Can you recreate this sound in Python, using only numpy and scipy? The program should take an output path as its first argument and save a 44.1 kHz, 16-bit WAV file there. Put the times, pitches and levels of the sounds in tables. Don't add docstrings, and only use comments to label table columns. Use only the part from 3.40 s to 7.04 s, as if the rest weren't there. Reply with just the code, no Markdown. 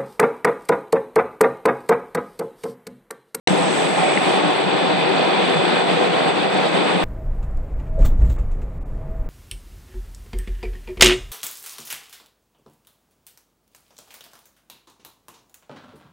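import sys
import numpy as np
from scipy import signal
from scipy.fft import rfft, irfft
from scipy.io import wavfile
from scipy.ndimage import uniform_filter1d

SR = 44100
rng = np.random.default_rng(int(sys.argv[2]) if len(sys.argv) > 2 else 0)


def elevation(decibels):
    levels = np.asarray(decibels, float)
    return 10 ** (levels / 20)


def to_wav(s):
    ch = np.atleast_2d(s).T
    pcm = np.round(np.clip(ch, -1, 1) * 32767)
    wavfile.write(sys.argv[1], SR, pcm.astype(np.int16))


N = 160524
START_S, START_RISE_S = .0722, .0008
MOTOR_HZ = 32


def level(x, db):
    return x * elevation(db) / np.sqrt(np.mean(x ** 2))


def line(table, t, col=1):
    return np.interp(t, [r[0] for r in table], [r[col] for r in table])


def over_hz(table, col=1):
    hz = np.fft.rfftfreq(N, 1 / SR) + 1
    return np.interp(np.log(hz), [np.log(r[0]) for r in table], [r[col] for r in table])


def walk(rate):
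    hold = int(SR / rate)
    steps = np.repeat(rng.standard_normal(N // hold + 1), hold)
    return 1.5 * uniform_filter1d(uniform_filter1d(steps, hold), hold)[:N]


def swell(t, start_s, peak_s):
    u = np.maximum(t - start_s, 0) / peak_s
    return u * np.exp(1 - u)


def start_gate(t):
    return np.clip((t - START_S) / START_RISE_S, 0, 1)


def narrow(f_hz, width_hz, db):
    hz = np.fft.rfftfreq(N, 1 / SR)
    spec = rfft(rng.standard_normal(N)) / (1 + (2 * (hz - f_hz) / width_hz) ** 2)
    return level(irfft(spec, N), db)


def air(table, shared_db, own_db, count, lift_db=0):
    log_hz = np.log(np.fft.rfftfreq(N, 1 / SR) + 1)
    spec = rfft(rng.standard_normal(N)) * elevation(over_hz(table))
    centres = np.log(np.geomspace(table[0][0], table[-1][0], count))
    step, out = centres[1] - centres[0], 0
    for k, centre in enumerate(centres):
        window = np.cos(np.clip((log_hz - centre) / step, -1, 1) * np.pi / 2) ** 2
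        band_db = shared_db + own_db * walk(rate=14) + lift_db * k / (count - 1)
        out = out + irfft(spec * window, N) * elevation(band_db)
    return out


def tone(hz, db, t):
    wobble_db = 1.2 * walk(rate=9.04)
    phase = 2 * np.pi * (hz * t + rng.random()) + .35 * walk(rate=4)
    return np.sqrt(2) * elevation(db + wobble_db) * np.sin(phase)


# (frequency [Hz], density [dB per Hz])
ROAR_COLOUR = [(18, -84), (30, -65), (113, -21), (178, -0.5), (233, -8), (296, -1), (550, -4), (766, -2),
               (1100, -9), (1430, -36.5), (2420, -120)]


def roar(flutter):
    return level(air(ROAR_COLOUR, 0.39 * flutter, 0.53, count=12), -22.34)


# (frequency [Hz], width [Hz], level [dB])
DUCT_MODES = [(182.7, 34, -40), (299.2, 5.1, -40), (384.8, 23, -38), (490, 42, -33.5), (597, 18, -46.5),
              (755.4, 21, -34.5), (799, 14, -39.5), (1239, 25, -43), (2450, 180, -47), (3170, 20, -52)]
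# (time [s], lift of lowest note [dB], lift of next notes [dB])
DUCT_CLUMPS = [(.12, 13.5, -4), (.28, 10, -5), (.49, 7, -7), (.7, -3, 4), (1.3, 11, 5), (1.5, 5, 8),
               (1.73, -2, 15), (2.17, 14, 6), (2.55, 6, -1), (2.97, 10, 0), (3.14, 7, 3), (3.38, 5.5, 4),
               (3.58, 7, 0)]


def duct(t):
    clump_s, lowest_top_hz, next_top_hz = .03, 230, 450
    throb_db, throb_top_hz = 2, 500
    lowest_db, next_db = 0, 0
    for s, lowest_lift_db, next_lift_db in DUCT_CLUMPS:
        clump = np.exp(-((t - s) / clump_s) ** 2 / 2)
        lowest_db = lowest_db + lowest_lift_db * clump
        next_db = next_db + next_lift_db * clump
    out = 0
    for f_hz, width_hz, db in DUCT_MODES:
        clump_db = lowest_db if f_hz < lowest_top_hz else next_db * (f_hz < next_top_hz)
        throb = throb_db * min(throb_top_hz / f_hz, 1) * walk(rate=8.07)
        out = out + narrow(f_hz, width_hz, db) * elevation(clump_db + throb)
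    return out


# (frequency [Hz], density [dB per Hz])
HISS_COLOUR = [(590, -4.5), (1000, -6.5), (1380, -4), (2450, -5.5), (2890, -7.5), (3410, -7), (4620, -15),
               (5200, -27.5), (6760, -38), (11400, -120)]


def hiss(flutter, lift_db):
    return level(air(HISS_COLOUR, 1.01 * flutter, 0.47, count=8, lift_db=lift_db), -25.9)


# (time [s], lift of upper hiss [dB])
MESH_OPENING = [
    (.1, -3.5),
    (.6, -2),
    (1.2, 0),
    (1.8, 2.5),
    (2.3, 1),
    (2.9, -1),
    (3.3, 0.6),
    (3.6, -2),
]


def mesh_opening(t):
    return line(MESH_OPENING, t)


def mesh_edge(t):
    edge_s, length_s = 0.68, 0.13
    return narrow(2300, 600, -32.5) * np.exp(-((t - edge_s) / length_s) ** 2)


# (lower partner [dB], centre [dB], upper partner [dB])
DRIVE_TONES = [(-44, -55, -44), (-43, -52, -42), (-52, -56, -53), (-70, -68, -66)]


def whine(t):
    first_hz, spacing_hz = 2500, 1000
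    out = tone(11470, -78, t)
    for i, dbs in enumerate(DRIVE_TONES):
        for k, db in zip((-1, 0, 1), dbs):
            out = out + tone(first_hz + i * spacing_hz + k * MOTOR_HZ, db, t)
    return out


# (frequency [Hz], density [dB per Hz])
BUZZ_COLOUR = [(2940, -41), (5000, -8.5), (6870, -11), (7650, -9), (7740, -1.5), (8270, -3), (8930, -11.5),
               (11900, -23.5), (12600, -60), (16400, -77), (22000, -120)]
# (time [s], level [dB])
CABINET_LEVEL = [
    (.09, -37),
    (.4, -38),
    (.8, -40),
    (1.2, -44.5),
    (1.6, -46.5),
    (2.3, -44.5),
    (3, -45.5),
    (3.63, -45),
]


def cabinet(t, flutter):
    carrier_hz, mains_hz = 8000, 100
    out = level(air(BUZZ_COLOUR, flutter, 0.99, count=6), -0.55)
    out = out + tone(carrier_hz, -6, t)
    out = out + tone(carrier_hz - MOTOR_HZ, -17, t) + tone(carrier_hz + MOTOR_HZ, -11, t)
    for k in (-5, -4, -3, -2, -1, 1, 2, 3, 4, 5):
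        out = out + tone(carrier_hz + k * mains_hz, -20 - 1.5 * abs(k), t)
    return out * elevation(line(CABINET_LEVEL, t))


# (time [s], gain change [dB])
GUST_GAINS = [(.54, -1.2), (.79, -1), (1.01, -0.8), (1.25, -1.8), (1.56, -0.6), (2.05, 0.4), (2.18, 0),
              (2.451, -2.5), (2.701, -2), (2.94, -2), (3.09, -2), (3.31, -2), (3.59, -0.5),
              (1.38, 0),
    (2.63, 0.7),
    (2.89, 2),
    (3.36, 1.5),
    (3.49, 1),
]


def gust_gain_db(t):
    gust_s, depth = .018, 1.3
    return sum(depth * db * np.exp(-((t - s) / gust_s) ** 2 / 2) for s, db in GUST_GAINS)


# (time [s], level [dB], ring [Hz], time to peak [s])
TICK_RINGS = [
    (.0729, -9, 520, .0004),
    (.0743, -11.5, 2080, .0008),
    (.0744, -12.5, 2750, .0006),
    (.0742, -11.5, 4000, .0009),
    (.0743, -19, 3300, .0004),
    (.5828, -9, 840, .0016),
    (.7737, -9.5, 2050, .0009),
    (.7737, -16, 2700, .0007),
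]


def ticks(t):
    out = narrow(5800, 2500, -25) * swell(t, .0742, .001)
    for s, db, hz, peak_s in TICK_RINGS:
        out = out + elevation(db) * swell(t, s, peak_s) * np.sin(2 * np.pi * hz * (t - s))
    return out


def scene():
    t = np.arange(N) / SR
    flutter = 0.32 * walk(rate=8.58) + 0.39 * walk(rate=17)
    lift_db = mesh_opening(t)
    stream = roar(flutter) + duct(t) + mesh_edge(t) + hiss(flutter, lift_db)
    drive = whine(t) * elevation(lift_db) + cabinet(t, flutter)
    mono = (stream + drive) * elevation(gust_gain_db(t) + 0.26) * start_gate(t) + ticks(t)
    return np.array([mono, mono])


# (frequency [Hz], gain [dB], lead [rad], unrelated share [dB])
LATE_COLOUR = [(60, -7, .3, -7), (130, 1.5, .07, -17), (260, -0.2, .16, -35), (560, -0.7, 0.46, -28),
               (1200, -3, .2, -7), (3500, -2, 0.22, -18), (6000, -2.5, .35, -8), (10000, -3, .6, -7)]


def late_copy(mid):
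    lag_samples = 72
    spec = rfft(mid)
    scrambled = np.exp(2j * np.pi * rng.random(len(spec))) * uniform_filter1d(np.abs(spec), size=9)
    late = irfft(spec * elevation(over_hz(LATE_COLOUR)) * np.exp(1j * over_hz(LATE_COLOUR, col=2)), N)
    unrelated = irfft(scrambled * elevation(over_hz(LATE_COLOUR, col=3)), N)
    return -np.roll(late, lag_samples) + unrelated


# (time [s], length [s], lowest open frequency [Hz])
CEILING_SINKS = [(0.281, 0.061, 9450), (0.723, .12, 10000), (1.052, .09, 9600), (1.327, 0.066, 8500),
                 (1.44, .05, 10600), (1.535, 0.081, 9500), (1.66, .03, 10200), (1.777, 0.073, 10000),
                 (1.966, 0.063, 9550), (2.027, .07, 10700), (2.18, 0.051, 10200), (2.32, .03, 10000),
                 (2.428, .04, 9200), (2.578, 0.054, 9850), (2.707, 0.047, 10000), (2.912, 0.056, 9100),
                 (3.04, 0.049, 10600), (3.187, 0.03, 10100), (3.402, .04, 10500), (3.513, 0.079, 10200)]
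# (frequency [Hz], share [0-1])
MUTED_SHARE = [(4300, 0), (5200, .04), (6800, .06), (7050, .2), (7400, .02), (8400, .03), (8750, .3),
               (12000, .25)]
# (frequency [Hz], share of neighbours' rms [ratio])
WEAK_SHARE = [(300, .03), (2600, .1), (4000, .16), (5200, .45), (6300, .6), (7600, .5), (9000, .7),
              (10300, 1.0), (12000, 1.3)]


def thin_treble(pair):
    hop, open_hz, wander_hz, sink_hz = 1024, 12000, 450, 300
    rise = np.cumsum(np.kaiser(hop + 1, 4 * np.pi))
    rise = np.sqrt(rise[:hop] / rise[-1])
    window = np.r_[rise, rise[::-1]][:, None]
    n, k = np.arange(2 * hop), np.arange(hop)
    cosines = np.cos(np.pi / hop * np.outer(n + .5 + hop / 2, k + .5))
    basis = window * cosines * np.sqrt(2 / hop)
    count = N // hop + 2
    padded = np.pad(pair, ((0, 0), (hop, (count + 1) * hop - N - hop)))
    blocks = padded.reshape(2, count + 1, hop)
    cells = np.concatenate([blocks[:, :-1], blocks[:, 1:]], axis=2) @ basis
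    hz, t = (k + .5) * SR / 2 / hop, np.arange(count) * hop / SR

    ceiling_hz = open_hz + wander_hz * np.repeat(rng.standard_normal(count), 2)[:count]
    for s, length_s, low_hz in CEILING_SINKS:
        sunk_hz = low_hz - sink_hz + (open_hz - low_hz) * (1.4 * (t - s) / length_s) ** 4
        ceiling_hz = np.minimum(ceiling_hz, sunk_hz)

    dice = np.repeat(rng.random((count, hop // 8)), 8, axis=1)
    dice = np.repeat(dice, 2, axis=0)[:count]
    power = cells ** 2
    strong = power > line(WEAK_SHARE, hz) ** 2 * uniform_filter1d(power, size=24, axis=2)
    below = hz < ceiling_hz[:, None]
    onset = (t < START_S + .03)[:, None]
    keep = below & (dice >= line(MUTED_SHARE, hz)) & strong | onset
    frames = (cells * keep) @ basis.T
    return (frames[:, :-1, hop:] + frames[:, 1:, :hop]).reshape(2, -1)[:, :N]


def top_cut(x):
    return signal.sosfilt(signal.butter(12, 13360, fs=SR, output="sos"), x)


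def record(dry):
    rumble_cut = signal.butter(2, 60, "high", fs=SR, output="sos")
    mid = signal.sosfilt(rumble_cut, dry.mean(0))
    side = late_copy(mid)
    mid, side = thin_treble(np.array([mid, side])) * start_gate(np.arange(N) / SR)
    return top_cut(np.array([mid + side, mid - side]))


dry = scene()
out = record(dry)
to_wav(out)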